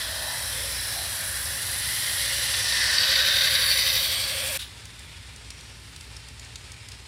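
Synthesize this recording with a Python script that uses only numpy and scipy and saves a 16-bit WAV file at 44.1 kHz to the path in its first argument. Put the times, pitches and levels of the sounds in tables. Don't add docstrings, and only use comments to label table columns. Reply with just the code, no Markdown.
import sys
import numpy as np
from scipy import signal
from scipy.fft import rfft, irfft, next_fast_len
from scipy.io import wavfile

SR = 44100
rng = np.random.default_rng(int(sys.argv[2]) if len(sys.argv) > 2 else 0)


def unload_audio(sound):
    columns = np.transpose(np.atleast_2d(sound))
    steps = np.round(np.clip(columns, -1, 1) * 32767)
    wavfile.write(sys.argv[1], SR, steps.astype(np.int16))


N = 311787
TIME = np.arange(N) / SR
ACROSS_ROOM_S = 4.575
WHEEL_HZ, PEAK_LOAD_S = 11.75, 3.96

# frequency in Hz, relative level in dB.
HISS_SPECTRUM = [(3650, -28), (6200, -5), (6400, -41), (6580, -10.5), (7380, -6), (10600, 2), (12600, -6.5),
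                 (14500, -10), (15400, -12), (16000, -28)]
# time in seconds, cancelled frequency in Hz.
FLOOR_NOTCH = [(2.6, 14600), (2.85, 12500), (3.05, 10300), (3.3, 8800), (3.7, 7700), (4.0, 8160),
               (4.3, 10900)]
# peak time in seconds, length in seconds, # pitch in Hz, bandwidth in
# Hz, level in dB, glide in Hz per second.
RINGING_SWELLS = [(0.025, 0.2, 3420, 200, -39, 0), (0.12, 0.33, 4970, 200, -46, -3),
                  (0.38, 0.47, 3990, 250, -43.5, 0), (0.603, 0.19, 3500, 220, -39.5, 401),
                  (0.85, 0.34, 5270, 400, -39, 900), (1.006, 0.18, 4080, 200, -41, 0),
                  (1.15, 0.19, 5860, 200, -48, 400), (1.344, 0.45, 1677, 320, -42.5, 0.5),
                  (2.05, 0.53, 3220, 260, -39, 499.5), (1.95, 1, 10280, 550, -41.5, 1),
                  (2.4, 0.25, 2840, 280, -42, -0.5), (2.826, 0.19, 1775, 262, -32, -4),
                  (2.85, 0.71, 5250, 700, -32.5, -1200), (3.053, 0.3, 4570, 350, -28.5, -3),
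                  (2.88, 0.48, 8530, 1100, -40, -3000), (3.082, 0.24, 11200, 700, -39, -2000),
                  (3.399, 1, 1579, 159, -34, 100), (3.25, 0.63, 3778, 399.3, -27, -350),
                  (3.703, 0.077, 4535, 260, -24, 0), (3.867, 0.34, 5900, 379, -37.5, -1),
                  (3.84, 0.24, 5010, 220, -35, 0), (3.985, 0.041, 3800, 260, -27, 0),
                  (4.1, 0.3, 3170, 220, -36.5, -0.5), (4.12, 0.5, 4480, 550, -35.5, 0.5),
                  (4.13, 0.36, 3350, 150, -36.5, 1), (4.417, 0.26, 3300, 340, -35.5, 600.5),
                  (4.25, 0.4, 2260, 170, -42, 0), (4.036, 0.24, 12000, 800, -39, 8002),
                  (4.17, 0.16, 8600, 250, -37.5, 5), (4.382, 0.58, 8990, 850, -40, 2500),
                  (4.501, 0.75, 2605, 554, -39.5, 0), (5.0, 0.8, 3540, 330, -56, 0),
                  (5.15, 0.52, 2320, 905, -54, -1), (5.534, 0.12, 2370, 900, -54, 4),
                  (5.618, 0.38, 5720, 350, -58, 0), (5.997, 0.14, 2470, 900, -55.5, 0),
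                  (6.45, 0.1, 2420, 700, -57, -2.5), (6.753, 0.3, 2300, 400, -55, -700),
                  (6.92, 0.34, 5200, 350, -59.5, 1)]


def wheel_hiss(nearness):
    # time in seconds, relative level in dB.
    hiss_levels = [(0.0, -36.5), (0.09, -37.5), (0.47, -35), (1.59, -33.5), (2.04, -31.5), (2.7, -33.5),
                   (3.21, -34), (3.7, -29.5), (4.37, -35.5), (4.56, -31.5)]
    # time in seconds, centre in Hz, relative level in dB.
    sizzle_curve = [(3.58, 13500, -60), (3.66, 13380, -37), (3.78, 13490, -41), (3.95, 14100, -37.5),
                    (4.06, 14600, -43), (4.17, 15000, -60)]
    hiss = colour(contacts(per_s=7000, spread_db=4.5, smooth=0.76), HISS_SPECTRUM)
    notch_hz, = in_time(FLOOR_NOTCH)
    floor_lag_s = 1 / (2 * notch_hz * (1 + 0.012 * drift(3.7)))
    parked_lag_s = 0.000286 * nearness ** 0.12
    floor_echo, parked_echo = delayed(hiss, [floor_lag_s, parked_lag_s])
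    floor_gain = np.interp(TIME, [2.25, 2.6, 3.2, 3.7], [0, 0.37, 0.37, 0.2257])
    parked_gain = np.interp(TIME, [3.15, 3.6], [0, 0.068])
    combed = hiss + floor_gain * floor_echo + parked_gain * parked_echo
    combed /= np.sqrt(1 + floor_gain ** 2 + parked_gain ** 2)
    ride_db, = in_time(hiss_levels)
    hiss_db = ride_db + 1.1 + 9.3 * floor_gain - 2.3 * nearness ** 2
    load_db = 1.4 * motor_presence() * throb(lead_s=0.0012) + 0.5 * drift(21)
    sizzle_hz, sizzle_db = in_time(sizzle_curve)
    sizzle = from_db(sizzle_db) * mode_noise(sizzle_hz, width_hz=1500)
    return from_db(load_db) * (from_db(hiss_db) * combed + sizzle)


def gears(level_db, nearness):
    # start in seconds, relative level in dB.
    clatter_hits = [(2.5394, -6), (2.7206, -7), (2.9801, -1), (3.031, -2.5), (3.1157, -6), (3.154, 0),
                    (3.3826, -4), (3.408, -3.5), (3.4714, -2), (3.5514, -4.5), (3.712, -5.5), (3.7236, -3),
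                    (3.8198, -7), (3.898, -4), (3.9735, -10)]
    # frequency in Hz, relative level in dB.
    approach_spectrum = [(1180, -22), (2000, -14.5), (2500, -7), (3270, -2.5), (3680, -4.5), (3950, -1),
                         (4400, -3), (5310, -4), (6040, -8), (6500, -16.5), (8450, -15), (14300, -120)]
    close_spectrum = [(1180, -32.5), (2000, -5), (2450, -7.5), (2770, -10.5), (3010, -4.5), (3260, -9),
                      (3720, 1.3), (4190, -4), (4560, 2), (5230, -12.5), (5920, -9), (6160, -21),
                      (6500, -56), (8450, -32), (14300, -120)]
    rattle = contacts(per_s=2400, spread_db=3.5, smooth=0.51)
    knocks = np.zeros(N)
    for start_s, db in clatter_hits:
        add(knocks, start_s, from_db(db - 10.5) * chatter(ring_s=0.0069, rebound=0.32, rise_s=0.0016))
    approach = colour(contacts(per_s=8000, spread_db=2.0, smooth=1.08), approach_spectrum)
    close_share = nearness ** 1.1
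    whirr = np.sqrt(1 - close_share) * approach + np.sqrt(close_share) * colour(rattle, close_spectrum)
    load_db = 1.8 * motor_presence() * throb(lead_s=0)
    flutter_db = 0.78 * drift(46)
    return from_db(level_db + load_db + flutter_db - 0.1) * whirr + colour(knocks, close_spectrum)


def chassis(whirr_db):
    return motor_presence() * from_db(whirr_db - 21.5) * mode_noise(hz=1140, width_hz=123)


def motor_whine(bed_hz=540, bed_width_hz=125):
    # time in seconds, pitch under load in Hz, relative level in dB,
    # typical upward flick in Hz.
    whine_curve = [(2.1, 540, -58, 60), (2.27, 541, -48, 60.7), (2.6, 533, -53, 78),
                   (2.9, 513, -49.5, 110.7), (3.05, 526, -45, 109.7), (3.24, 547, -42, 60),
                   (3.35, 549, -45, 130), (3.5, 549, -41, 70), (3.65, 525, -46, 130),
                   (3.83, 524, -43.5, 185), (4.02, 533, -46.5, 150), (4.2, 531.4, -50, 129.6),
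                   (4.36, 536, -42, 70), (4.56, 538, -43, 70)]
    loaded_hz, level_db, flick_hz = in_time(whine_curve)
    slack = ((1 + throb(lead_s=0.055)) / 2) ** 3
    second_turn = np.sin(np.pi * WHEEL_HZ * (TIME - PEAK_LOAD_S))
    flutter_hz = 12 * drift(55)
    reach = 1 + 0.18 * second_turn + 0.173 * drift(8.03)
    pitch_hz = loaded_hz + flick_hz * slack * reach + flutter_hz
    bed_gain = 1 / np.hypot(1, 2 * (pitch_hz - bed_hz) / bed_width_hz)
    tone = np.sqrt(2) * np.sin(2 * np.pi * np.cumsum(pitch_hz) / SR)
    rough_db = 2.6 * drift(45)
    return from_db(level_db + rough_db) * bed_gain * tone


def throb(lead_s):
    return np.cos(2 * np.pi * WHEEL_HZ * (TIME - PEAK_LOAD_S + lead_s))


def motor_presence():
    return np.interp(TIME, [2.3, 2.9, 3.8, 4.5], [0, 0.7, 1, 0.9])


def car_shells():
    # time in seconds, relative level in dB, centre in Hz.
    shell_curve = [(0.0, -36.5, 1850), (0.11, -36.5, 1810), (0.4, -38, 1830), (0.7, -41, 1970),
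                   (1.1, -43, 1950), (1.7, -36, 1920), (2.27, -31.5, 1900), (2.4, -33, 1900),
                   (2.6, -32.5, 1900), (2.83, -27.5, 1830), (3.05, -27.5, 1750), (3.33, -29.5, 1740),
                   (3.68, -30, 1800), (4.0, -42, 2130), (4.56, -44, 2140)]
    level_db, centre_hz = in_time(shell_curve)
    wander_hz = 35 * drift(5)
    return from_db(level_db - 3.6 + 0.5 * drift(15)) * mode_noise(centre_hz + wander_hz, width_hz=360)


def singing_rails():
    # pitch in Hz, bandwidth in Hz, relative level in dB.
    rail_modes = [(1680, 140, -52.5), (2327, 260, -52.5), (3494, 76, -57), (4014, 500, -49),
                  (5380, 530, -50)]
    singing = flares([row for row in RINGING_SWELLS if row[0] < ACROSS_ROOM_S])
    for hz, width_hz, db in rail_modes:
        swell_db = 10.5 * np.tanh(drift(1.46))
        singing += from_db(db - 3.5 + swell_db) * mode_noise(hz, width_hz)
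    return singing


def track_bed():
    # frequency in Hz, relative level in dB.
    board_spectrum = [(120, -49), (200, -42), (247, -17), (329, -34), (383, -19), (434, -20), (481, -13),
                      (541, -10.5), (758, -8.5), (1090, -5), (1290, -7), (1500, -1.5), (1950, -2.5),
                      (3300, -120)]
    # peak time in seconds, length in seconds,
    # pitch in Hz, bandwidth in Hz, level in dB, glide in Hz per second.
    rumbles = [(0.2, 0.5, 630, 90, -48, 2), (0.31, 0.32, 875, 340, -43, 2), (0.62, 0.26, 527, 110, -47, 0),
               (0.99, 0.16, 719, 160, -43.5, 0), (1.22, 0.37, 622, 90, -53, -200),
               (2.9, 1.09, 1040, 260, -47.5, 0)]
    drone_db = np.interp(TIME, [2.0, 2.8], [-58.5, -54.5])
    drone = from_db(drone_db) * mode_noise(hz=603.5, width_hz=296)
    boards = from_db(-43) * colour(rng.standard_normal(N), board_spectrum)
    return drone + boards + flares(rumbles)


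def rail_joints(room_t60_s=0.42, room_db=-8, crossover_hz=8500):
    # start in seconds, relative level in dB, ping pitch in Hz,
    # brightness in dB, ping gain in dB, rattle decay in seconds.
    joint_hits = [(4.854, -37, 4450, 12, -1, 0.0015), (4.993, -38, 4150, 11, -3, .0014),
                  (5.361, -28.5, 4370, -6, -6, .0014), (5.5045, -21.5, 4650, -8, 2, 0.0015),
                  (5.6087, -32, 4610, -2, 0, .0014), (5.961, -33, 4130, 1, 1, 0.003),
                  (6.0082, -31.5, 4370, -4, -4, .003), (6.1652, -30.5, 5170, -6, 10, 0.0028),
                  (6.285, -36, 4530, 3, -3, .002), (6.396, -26, 6900, -10, 0, .0014),
                  (6.4474, -29, 5220, -14, 2, 0.0013), (6.557, -23.5, 6700, -14, -2, 0.0023),
                  (6.718, -28, 5200, -3, -1, .0018), (6.8865, -29.5, 4700, 1, 7, .0016),
                  (6.9175, -29.5, 4350, -4, 9, .0017)]
    # frequency in Hz, relative level in dB.
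    tick_spectrum = [(500, -16), (2000, -4.5), (4500, 3.5), (5700, 1.5), (6250, -1.5), (6750, 1.5),
                     (8100, -1), (9100, 2), (11000, -8), (13000, -15), (16000, -18)]
    lowpass = signal.butter(2, crossover_hz, fs=SR, output="sos")
    highpass = signal.butter(2, crossover_hz, "high", fs=SR, output="sos")
    ticks = np.zeros(N)
    for start_s, db, ping_hz, bright_db, ping_db, ring_s in joint_hits:
        tick = chatter(ring_s, rebound=0.45, rise_s=0.00021)
        ping = from_db(ping_db) * resonate(tick, ping_hz, width_hz=280)
        body = signal.sosfilt(lowpass, tick + ping)
        edge = from_db(bright_db) * signal.sosfilt(highpass, tick)
        add(ticks, start_s, from_db(db - 2.0) * (body - edge))
    ticks = colour(ticks, tick_spectrum)
    tail = rng.standard_normal(SR // 2) * from_db(-60 * TIME[:SR // 2] / room_t60_s)
    return ticks + from_db(room_db) * signal.fftconvolve(ticks, tail / np.linalg.norm(tail))[:N]


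def far_train(rush_s=4.588, attack_s=0.0043, hold_s=0.033, release_db_per_s=260):
    # frequency in Hz, relative level in dB.
    roll_spectrum = [(150, -25), (250, -4), (319, -15), (444, 0.5), (519, -6.5), (600, -6.5), (710, -4),
                     (1120, -3), (1350, -3), (2020, 0.5), (3910, -0.5), (5200, -2), (6300, -9.5),
                     (6750, -7.5), (9010, -6), (16000, -42)]
    rush_spectrum = [(300, -46), (1500, -1.5), (2500, 0), (3600, 11), (6500, -7), (10000, -1), (12500, -11),
                     (16000, -14)]
    roll_db = -47 + 1.15 * drift(24)
    roll = from_db(roll_db) * colour(contacts(per_s=4000, spread_db=3.5, smooth=1.76), roll_spectrum)
    since_s = np.maximum(TIME - rush_s, 0)
    hiss_db = -61.5 - 1.5 * since_s + 1.5 * drift(1.4)
    hiss = from_db(hiss_db) * colour(contacts(per_s=1500, spread_db=4.5, smooth=0.9), HISS_SPECTRUM)
    rush_db = -34 - release_db_per_s * np.maximum(since_s - hold_s, 0)
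    envelope = np.minimum(since_s / attack_s, 1) * from_db(rush_db)
    rush = envelope * colour(rng.standard_normal(N), rush_spectrum)
    return roll + hiss + rush


def phasing(x):
    # time in seconds, centre in Hz, depth from 0 to 1.
    hollow_curve = [(3.6, 12750, 0.4), (3.72, 11800, 0.7), (3.92, 10600, 0.4), (4.12, 10500, 0.7),
                    (4.35, 10960, 0.7), (4.56, 10560, 0.7)]
    sinking_hz, = in_time(FLOOR_NOTCH)
    scooped = x - 0.5 * bell(peak_s=3.0, length_s=0.7) * glide(x, sinking_hz, width_hz=2000)
    hollow_hz, depth = in_time(hollow_curve)
    return scooped - depth * glide(scooped, hollow_hz, width_hz=980)


def reflections(x, echo_db, shortest_s, longest_s, wander, count=8):
    mean_lags_s = np.geomspace(shortest_s, longest_s, count) * rng.uniform(0.9, 1.1, count)
    lags_s = [lag_s * (1 + wander * drift(0.43)) for lag_s in mean_lags_s]
    echoes = sum((-1) ** k * echo for k, echo in enumerate(delayed(x, lags_s))) / np.sqrt(count)
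    return (x + from_db(echo_db) * echoes) / np.hypot(1, from_db(echo_db))


def room_hum():
    # pitch in Hz, relative level in dB.
    hum_tones = [(59.2, -49.5), (100, -59), (117.6, -53.5)]
    # frequency in Hz, relative level in dB.
    rumble_spectrum = [(15, -51), (25, -27), (35, -40), (41, -28), (65, 2.5), (109, 1.5), (125, -13.5),
                       (141, -13), (199, -16), (249, -13.5), (328, -20), (400, -18.5), (520, -38),
                       (880, -120)]
    tones = np.zeros(N)
    for hz, db in hum_tones:
        amplitude = np.sqrt(2) * from_db(db + 2.4 * drift(2.1))
        tones += amplitude * np.sin(2 * np.pi * hz * TIME + 0.45 * drift(1.7))
    rumble = from_db(-45) * colour(rng.standard_normal(N), rumble_spectrum)
    room_mode = from_db(-58.5) * mode_noise(hz=152, width_hz=16)
    return tones + signal.sosfilt(signal.butter(6, 48, "high", fs=SR, output="sos"), rumble + room_mode)


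def contacts(per_s, spread_db, smooth):
    sizes = from_db(spread_db * np.minimum(rng.exponential(1, N), 4)) * rng.choice([-1, 1], N)
    impacts = unit_power(sizes * (rng.random(N) < per_s / SR))
    return unit_power(impacts + smooth * rng.standard_normal(N))


def chatter(ring_s, rebound, rise_s):
    t = TIME[:SR // 20]
    since_rebound = t - rng.uniform(0.002552, 0.002581)
    second_hit = rebound * (since_rebound > 0) * np.exp(-np.abs(since_rebound) / ring_s)
    envelope = (1 - np.exp(-t / rise_s)) * (np.exp(-t / ring_s) + second_hit)
    return envelope * np.tanh(rng.standard_normal(len(t)))


def flares(rows):
    return sum(from_db(db) * bell(peak_s, length_s) * mode_noise(hz + slope * (TIME - peak_s), width_hz)
               for peak_s, length_s, hz, width_hz, db, slope in rows)


def mode_noise(hz, width_hz):
    lowpass = signal.butter(2, width_hz / 2, fs=SR, output="sos")
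    sway = signal.sosfilt(lowpass, rng.standard_normal((2, N)))
    phase = 2 * np.pi * np.cumsum(hz * np.ones(N)) / SR
    return unit_power(sway[0] * np.cos(phase) + sway[1] * np.sin(phase))


def resonate(x, hz, width_hz):
    r = np.exp(-np.pi * width_hz / SR)
    poles = [1, -2 * r * np.cos(2 * np.pi * hz / SR), r * r]
    return signal.lfilter(np.array([1, 0, -1]) * (1 - r * r) / 2, poles, x)


def glide(x, hz, width_hz, block=128):
    out, state = np.zeros(N), np.zeros(2)
    r = np.exp(-np.pi * width_hz / SR)
    zeros = np.array([1, 0, -1]) * (1 - r * r) / 2
    for i in range(0, N, block):
        poles = [1, -(1 + r * r) * np.cos(2 * np.pi * hz[i] / SR), r * r]
        out[i:i + block], state = signal.lfilter(zeros, poles, x[i:i + block], zi=state)
    return out


def colour(x, spectrum):
    size = next_fast_len(N)
    hz, db = np.transpose(spectrum)
    bins_hz = np.arange(size // 2 + 1) * SR / size
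    gain = from_db(np.interp(np.log(bins_hz + 1), np.log(hz), db))
    return irfft(rfft(x, size) * unit_power(gain), size)[:N]


def delayed(x, lags_s):
    oversampled = signal.resample_poly(x, 4, 1)
    fine_s = np.arange(len(oversampled)) / (4 * SR)
    return [np.interp(TIME - lag_s, fine_s, oversampled) for lag_s in lags_s]


def drift(rate_hz, step=40):
    r = np.exp(-2 * np.pi * rate_hz * step / SR)
    slow = signal.lfilter([1], [1, -2 * r, r * r], rng.standard_normal(N // step + 2002))[2000:]
    return np.interp(np.arange(N) / step, np.arange(len(slow)), unit_power(slow))


def pass_by(far_db, close_db, from_s, until_s, rise_db_per_s, fall_db_per_s):
    drop_db = rise_db_per_s * np.maximum(from_s - TIME, 0) + fall_db_per_s * np.maximum(TIME - until_s, 0)
    return np.maximum(far_db, close_db - drop_db)


def bell(peak_s, length_s):
    return np.exp(-(2 * (TIME - peak_s) / length_s) ** 2)


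def in_time(rows):
    times_s, *columns = np.transpose(rows)
    return [np.interp(TIME, times_s, column) for column in columns]


def add(out, start_s, sound):
    at = int(start_s * SR)
    out[at:at + len(sound)] += sound[:max(N - at, 0)]


def from_db(db):
    return 10 ** (np.asarray(db) / 20)


def unit_power(x):
    return x / np.sqrt(np.mean(x ** 2) + 1e-20)


def scene():
    whirr_db = pass_by(far_db=-36, close_db=-24, from_s=3.19, until_s=3.85,
                       rise_db_per_s=6.85, fall_db_per_s=17.6)
    nearness = 1 / np.hypot(1, (TIME - 3.73) / 0.34)
    train = chassis(whirr_db) + phasing(gears(whirr_db, nearness) + wheel_hiss(nearness)) + car_shells()
    hum = room_hum()
    trackside = reflections(train, echo_db=-8, shortest_s=0.0015, longest_s=0.012, wander=0.0307)
    trackside += track_bed() + motor_whine() + singing_rails() + hum
    across_room = reflections(far_train(), echo_db=-11, shortest_s=0.002, longest_s=0.013, wander=0.0298)
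    far_swells = flares([row for row in RINGING_SWELLS if row[0] > ACROSS_ROOM_S])
    across_room += far_swells + rail_joints() + from_db(-3.5) * hum
    return np.where(TIME < ACROSS_ROOM_S, trackside, across_room)[None]


def record(dry):
    return signal.sosfilt(signal.ellip(12, 0.1, 80, 15800, fs=SR, output="sos"), dry)


dry = scene()
out = record(dry)
unload_audio(out)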